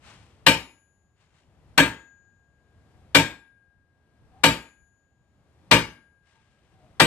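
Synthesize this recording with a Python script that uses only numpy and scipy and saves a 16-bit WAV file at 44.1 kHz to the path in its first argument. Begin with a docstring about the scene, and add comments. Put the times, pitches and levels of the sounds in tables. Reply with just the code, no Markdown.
"""Over an outdoor hum, clothes rustle and the air stirs; then a sledgehammer hits the end of a steel pipe.
Six blows fall in a fenced, grassy yard: each a noise crash and low thud, then decaying modes and dense echoes.
Three thin sine tones of the steel sing on; more rustles and swishes come between blows, later faint gliding hoots.
The recorder's gain control ducks the hum after every blow, and the peaks clip."""
import sys
import numpy as np
from scipy import signal
from scipy.fft import rfft, irfft
from scipy.io import wavfile
from scipy.ndimage import uniform_filter1d, minimum_filter1d

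SR = 44100
rng = np.random.default_rng(int(sys.argv[2]) if len(sys.argv) > 2 else 0)


def wrap_up_sound(samples):
    """Save the sound to the file named by the first command line argument, as 16-bit audio."""
    columns = np.atleast_2d(samples).T
    # keep every value between -1 and 1, then stretch to whole-number steps
    tamed = np.clip(columns, -1, 1)
    steps = np.round(tamed * 32767).astype(np.int16)
    wavfile.write(sys.argv[1], SR, steps)


N = 311336

# blows: [t/s, force/dB, bass/dB, bite/dB, treble/dB, favoured f/Hz, favour/dB,
#         low, middle, high singing tone: relative level/dB each]
BLOWS = [(0.465, 0, -2, 1.65, 0.5, 2865, 3.16, -59.5, -59, -57),
         (1.7780, -0.81, -0.59, -1.85, -3, 1584, 3.5, -49, -61, -75.5),
         (3.1481, 0.8, -1, 2.07, 0, 1680, 4, -49, -80, -67.5),
         (4.437, 0.27, 0, -0.5, 2, 1200, 1.7, -53.5, -59.5, -60),
         (5.7127, 0.59, 2, 0.46, -1, 957, 2, -53, -75, -66),
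         (6.999, 0.43, 0, 0.096, -1.5, 1780, 2.1, -48, -70.5, -53.5)]
# two microphone ports: [f/Hz, left-right likeness 0..1, left minus right/dB]
PORTS = [(40, .45, 4.5), (70, .65, 2.5), (160, .93, 1), (300, .93, -.8), (600, .75, 1.5), (1100, .7, 6.5),
         (2800, .55, 7.7), (4500, .3, 6), (7000, .3, 11), (8600, .3, 17.5)]


def gain_of(db):
    """Decibels to amplitude factor."""
    return 10 ** (np.asarray(db) / 20)


def evened(x):
    """Scales to rms 1."""
    return x / np.sqrt(np.mean(x ** 2) + 1e-20)


def read(table, hz, axis=1):
    """One table column, interpolated linearly over log frequency."""
    columns = np.transpose(table)
    return np.interp(np.log(hz + 1), np.log(columns[0] + 1), columns[axis])


def add(mix, start_s, sound):
    """Mixes a stereo sound in at start_s, cut at the end of the mix."""
    start = max(round(start_s * SR), 0)
    part = mix[:, start:][:, :sound.shape[1]]
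    part += sound[:, :part.shape[1]]


def ports(hz, lead_ms=0.073):
    """Complex gain of each port: the left leads, and the level difference depends on frequency."""
    half_level = gain_of(read(PORTS, hz, axis=2) / 2)
    half_lead = np.exp(1j * np.pi * hz * lead_ms / 10 ** 3)
    half = half_level * half_lead
    return np.array([half, 1 / half])


def noise(colour, size):
    """Stereo noise of rms 1 with a given spectrum, partly alike at the two ports."""
    hz = np.fft.rfftfreq(size, 1 / SR)
    left, other = rfft(rng.standard_normal((2, size)))
    likeness = np.clip(read(PORTS, hz), 0, 1)
    right = likeness * left + np.sqrt(1 - likeness ** 2) * other
    spectra = np.array([left, right]) * ports(hz) * gain_of(read(colour, hz))
    return evened(irfft(spectra, size))


def swell(t, rise_s, sustain_s, t60_s):
    """Envelope: reflections build up, hold the level for a moment, then die away."""
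    decay_db = -60 * np.maximum(t - sustain_s, 0) / t60_s
    return (1 - np.exp(-t / rise_s)) * gain_of(decay_db)


def outdoors(hum_db=-57, drift_db=2, rumble_hz=250):
    """Steady neighbourhood hum as coloured noise; only its rumble drifts in level."""
    # hum: [f/Hz, relative level/dB per Hz]
    hum_colour = [(15, -50.5), (25, -15.5), (75, 5), (178, -4.5), (219, -7.5), (411, -12.5), (494, -14),
                  (731, -14.5), (812, -16.5), (1560, -24.5), (4110, -32), (8780, -43), (13000, -52)]
    t = np.arange(N) / SR
    drift_rates_hz = np.geomspace(1.5, 14, 20)
    drift = evened(sum(np.sin(2 * np.pi * (f * t + rng.random())) for f in drift_rates_hz))
    hum = gain_of(hum_db) * noise(hum_colour, N)
    lowpass = 1 / (1 + (np.fft.rfftfreq(N, 1 / SR) / rumble_hz) ** 4)
    rumble = irfft(rfft(hum) * lowpass, N)
    return hum + rumble * (gain_of(drift_db * drift) - 1)


def clothes(rise_s=0.035, grain_db=1.5):
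    """Cloth slides in short, grainy strokes as the hammer is drawn back: noise under quick swells."""
    # rustles: [peak t/s, level/dB, fade time constant/s]
    strokes = [(0.086, -50, 0.12), (1.228, -55.5, 0.067), (1.385, -60, 0.059), (6.3, -55, 0.24)]
    # cloth noise: [f/Hz, relative level/dB per Hz]
    cloth_colour = [(180, -38), (300, -11), (877, -3), (1400, -5), (2800, -5), (8360, -20), (13000, -45)]
    t = np.arange(N) / SR
    level = np.zeros(N)
    for peak_s, db, fade_s in strokes:
        before_s = np.minimum(t - peak_s, 0)
        after_s = np.maximum(t - peak_s, 0)
        level += gain_of(db) * np.exp(-(before_s / rise_s) ** 2 / 2 - after_s / fade_s)
    grain = evened(uniform_filter1d(rng.standard_normal(N), size=300))
    return noise(cloth_colour, N) * level * gain_of(grain_db * grain)


def swings(swish_db=-63, build_s=0.054):
    """Arms and handle stir the air ever faster up to each blow: noise that grows exponentially."""
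    # air and sleeves: [f/Hz, relative level/dB per Hz]
    air_colour = [(40, -3), (150, 0), (400, -7.5), (800, -8.5), (1500, -18), (4000, -27), (12000, -50)]
    t = np.arange(N) / SR
    speed = sum((t < s) * np.exp(-abs(t - s) / build_s) for s, *_ in BLOWS)
    return gain_of(swish_db) * speed * noise(air_colour, N)


def crash(t, delay_s=0.003, rise_s=0.0018, sustain_s=.008, t60_s=0.064, touch_db=-16):
    """Steel on steel: the hammer face touches faintly, then bites; one short noise burst."""
    # crash: [f/Hz, relative level/dB per Hz]
    crash_colour = [(100, -21.5), (500, -6), (1000, 1.5), (1700, 0.5), (2800, -6.5), (4000, -4.5),
                    (5500, -14), (9000, -31.5), (13000, -31.5)]
    touch = gain_of(touch_db) * swell(t, rise_s, sustain_s, t60_s)
    bite = swell(np.maximum(t - delay_s, 0), rise_s, sustain_s, t60_s)
    return noise(crash_colour, len(t)) * (touch + bite)


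def thud(t, hz=150, db=-16, rise_s=.008, t60_s=.05, delay_s=0.005):
    """The blow shoves the pipe against its blocks and the lawn: one short, low sine push."""
    since_s = np.maximum(t - delay_s, 0)
    push = swell(since_s, rise_s, rise_s, t60_s) * np.sin(2 * np.pi * hz * since_s)
    return gain_of(db) * ports(hz)[:, None].real * push


def dying(hz, rise_cycles=2.4, quickest_rise_s=0.0002, t60_s=0.34, absorb_hz=12300):
    """Rise, sustain and t60 (s) of the clang: bass swells last, air and grass absorb the treble."""
    rise_s = quickest_rise_s + rise_cycles / hz
    sustain_s = .026 * (1000 / hz) ** .17  # low notes hold a little longer
    return rise_s, sustain_s, t60_s / (1 + (hz / absorb_hz) ** 2)


def mode(t, hz, db, t60_s, scatter_db, echo_share=0.95, fading_hz=36, linger_db=-32, linger_t60_s=0.43):
    """One decaying mode, heard directly and through echoes that make it waver differently at each port."""
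    knots_s = np.arange(128) / fading_hz
    left, other = rng.standard_normal((2, 128)) + 1j * rng.standard_normal((2, 128))
    likeness = read(PORTS, hz) ** 2
    right = likeness * left + np.sqrt(1 - likeness ** 2) * other
    echoes = np.array([np.interp(t, knots_s, z / np.sqrt(2)) for z in (left, right)])
    share = echo_share * hz / (hz + 300)  # long waves waver less
    wavering = np.sqrt(1 - share) + np.sqrt(share) * echoes
    tone = ports(hz)[:, None] * wavering * np.exp(2j * np.pi * (hz * t + rng.random()))
    rise_s, sustain_s, _ = dying(hz)
    linger = gain_of(linger_db) / (1 + (hz / 1800) ** 4)  # low modes ring on faintly
    envelope = swell(t, rise_s, sustain_s, t60_s) + linger * swell(t, .02, 0, linger_t60_s)
    envelope = envelope * np.minimum(10 * (t[-1] - t), 1)  # to zero over the last 0.1 s
    return gain_of(db + scatter_db * rng.standard_normal()) * envelope * tone.real


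def ringing(t, wall_hz, low_db=0, high_db=1, wall_db=-1, wall_t60_s=0.25, damping=1.267, count=20000):
    """Main modes and weaker wall modes; every blow shares its energy among them anew."""
    # main modes of the struck steel pipe: [f/Hz, relative level/dB, t60/s before division by damping]
    main_modes = [(62, -9, .4), (114, -5, .36), (163, -2, .28), (225, -7, .27), (283, 0, .27),
                  (350, -8, .26), (470, -6, .28), (535, -3, .27), (599, -8, .28), (636, -8, .28),
                  (904, -1, .35), (950, -7, .29), (1205, -8, .3), (1545, -6, .29), (1620, -5, .36),
                  (1701, -5, .28), (1899, -6, .29), (2195, -9, .3), (2302, -5, .28), (2374, 0, .28),
                  (2430, -2, .26), (2797, -3, .26), (2923, -7, .26), (2978, -7, .27), (3240, -6, .29),
                  (3281, -6, .28), (3567, -11, .29), (3808, -6, .28), (4232, -9, .3), (8358, -20, .22)]
    # higher modes of the pipe wall: [f/Hz, relative level/dB]
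    wall_strength = [(1300, -10), (2500, -6.5), (4000, -14.5), (4800, -14.5), (6500, -19.5), (8400, -16.5),
                     (9600, -28.5), (10400, -37), (11300, -23), (13000, -28.5)]
    out = np.zeros((2, len(t)))
    for hz, db, t60_s in main_modes:
        tilt_db = np.interp(hz, [300, 2500], [low_db, high_db])
        out[:, :count] += mode(t[:count], hz, db + tilt_db, t60_s / damping, scatter_db=1.2)
    for hz in wall_hz:
        t60_s = wall_t60_s * rng.uniform(.7, 1.3)
        out[:, :count] += mode(t[:count], hz, read(wall_strength, hz) + wall_db, t60_s, scatter_db=2.0)
    return out


def clang(t, late_db=-34, late_t60_s=0.69, treble_db=-4, treble_hz=4500):
    """Countless close modes and echoes as unevenly bunched noise; a weak tail returns from farther walls."""
    # clang scattered by the yard: [f/Hz, relative level/dB per Hz]
    clang_colour = [(21, -41), (35, -17.5), (167, -7.5), (294, -4.5), (396, -10), (833, -15.5), (897, -6.5),
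                    (1010, -13), (2080, -11), (2360, -8), (5070, -19), (8530, -23.5), (10400, -45),
                    (11200, -26.5), (13000, -34)]
    size = len(t)
    hz = np.fft.rfftfreq(size, 1 / SR)
    knots_hz = np.geomspace(1000, SR / 2, 220) - 1000
    ripple_db = np.interp(hz, [400, 3000], [2.5, 5])
    bunching = gain_of(ripple_db * np.interp(hz, knots_hz, rng.standard_normal(len(knots_hz))))
    bunched = evened(irfft(rfft(noise(clang_colour, size)) * bunching, size))
    spectrum = rfft(bunched) * gain_of(treble_db * hz ** 2 / (hz ** 2 + treble_hz ** 2))
    centres_hz = np.geomspace(70, 12000, 7)
    out = np.zeros((2, size))
    for one, centre_hz in zip(np.eye(len(centres_hz)), centres_hz):
        rise_s, sustain_s, t60_s = dying(centre_hz)
        crossfade = np.interp(np.log(hz + 1), np.log(centres_hz), one)
        band = irfft(spectrum * crossfade, size)
        late = gain_of(late_db) / (1 + (centre_hz / treble_hz) ** 2)  # far echoes lose their treble
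        envelope = swell(t, rise_s, sustain_s, t60_s) + late * swell(t, 0.021, sustain_s, late_t60_s)
        out += band * envelope
    return out


def landing(hz, bass_db, bite_db, treble_db, favour_hz, favour_db, bass_hz=500, bite_hz=3900, treble_hz=5500):
    """Colour in dB that the place and angle of the hammer face give to a blow."""
    def bump(centre_hz, octaves):
        return np.exp(-(np.log2((hz + 1) / centre_hz) / octaves) ** 2)

    bass = bass_db / (1 + (hz / bass_hz) ** 2)
    treble = treble_db * hz ** 2 / (hz ** 2 + treble_hz ** 2)
    return bass + treble + bite_db * bump(bite_hz, 0.72) + favour_db * bump(favour_hz, 0.15)


def singing(levels_db, size, lift_db=19, early_db=8, early_t60_s=0.24, flutter_db=1.1):
    """Sines that outlast the clang: they drop fast at first and flutter as their echoes mix."""
    # lightly damped tones of the steel: [f/Hz, t60/s, right re left/dB]
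    steel_tones = [(1621, 1.7, -12), (6799, 1.5, -12.5), (10930, .9, -8)]
    t = np.arange(size) / SR
    out = np.zeros((2, size))
    for (hz, t60_s, right_db), db in zip(steel_tones, levels_db):
        smoothed = uniform_filter1d(rng.standard_normal(size), size=900)
        flutter = evened(uniform_filter1d(smoothed, size=600))
        fade = swell(t, .003, 0, t60_s) + gain_of(early_db) * swell(t, .003, 0, early_t60_s)
        tone = np.sin(2 * np.pi * hz * t) * fade * gain_of(flutter_db * flutter)
        out += gain_of(db + lift_db) * gain_of([[0], [right_db]]) * tone
    return out


def hammer(modes_db=-9, clang_db=-5, crash_db=0, touch_s=.0025):
    """Every blow: crash, thud, modes and clang, coloured by how it lands, then the singing steel."""
    out = np.zeros((2, N))
    t = np.arange(SR) / SR
    hz = np.fft.rfftfreq(SR, 1 / SR)
    wall_hz = np.linspace(2600, 12900, 58) + rng.uniform(-90, 90, 58)  # same pipe at every blow
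    fade_out = np.clip(10 * (1 - t) - 1, 0, 1)
    for s, force_db, *rest in BLOWS:
        colour, tones_db = rest[:5], rest[5:]
        blow = gain_of(crash_db) * crash(t) + thud(t)
        body = gain_of(modes_db) * ringing(t, wall_hz) + gain_of(clang_db) * clang(t)
        add(blow, touch_s, body)
        coloured = irfft(rfft(blow) * gain_of(force_db + landing(hz, *colour)), SR)
        add(out, s - touch_s, coloured * fade_out)
        add(out, s, singing(tones_db, size=2 * SR))
    return out


def hoots(waver=.03):
    """Faint tones from far away: gliding sines with a random pitch waver under half-sine envelopes."""
    # hoots: [t/s, length/s, start f/Hz, end f/Hz, level/dB]
    calls = [(2.929, 0.15, 722, 758, -68), (4.307, .13, 735, 820, -56.5), (6.331, 0.091, 924, 877, -55.5),
             (6.708, 0.22, 775, 695, -61.5), (6.806, 0.076, 620, 642, -59.5)]
    out = np.zeros((2, N))
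    for s, length_s, start_hz, end_hz, db in calls:
        size = int(length_s * SR)
        wobble = evened(uniform_filter1d(rng.standard_normal(SR), size=300))[:size]
        pitch_hz = np.linspace(start_hz, end_hz, size) * (1 + waver * wobble)
        tone = ports(start_hz)[:, None] * np.exp(2j * np.pi * np.cumsum(pitch_hz) / SR)
        envelope = np.sin(np.pi * np.arange(size) / size)
        add(out, s, gain_of(db) * tone.real * envelope)
    return out


def scene():
    """The yard at the microphone."""
    return outdoors() + clothes() + swings() + hammer() + hoots()


def gain_control(x, threshold_db=-14, slope=0.65, hold_s=0.71, recover_db_per_s=24):
    """Turns down at once on a loud sound, holds, then creeps back up."""
    power = uniform_filter1d((x ** 2).mean(0), size=260)
    power_db = 10 * np.log10(abs(power) + 1e-12)
    cut_db = slope * np.maximum(power_db - threshold_db, 0)
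    half = int(hold_s * SR / 2)
    # largest cut of the past hold_s
    held_db = -minimum_filter1d(-cut_db, 2 * half + 1, origin=half, mode="constant")
    fall_db = np.arange(N) * recover_db_per_s / SR
    recovering_db = np.maximum.accumulate(held_db + fall_db) - fall_db
    return x / gain_of(uniform_filter1d(recovering_db, size=100))


def record(dry, ceiling=1.0, out_db=0, edge_hz=13200):
    """Gain control, rounded clipping of the peaks, then a steep low-pass."""
    level = gain_control(dry) * gain_of(out_db)
    clipped = level / (1 + (level / ceiling) ** 8) ** (1 / 8)
    lowpass = signal.firwin(511, edge_hz, window=("kaiser", 9), fs=SR)
    return signal.oaconvolve(clipped, lowpass[None], "same")


dry = scene()
out = record(dry)
wrap_up_sound(out)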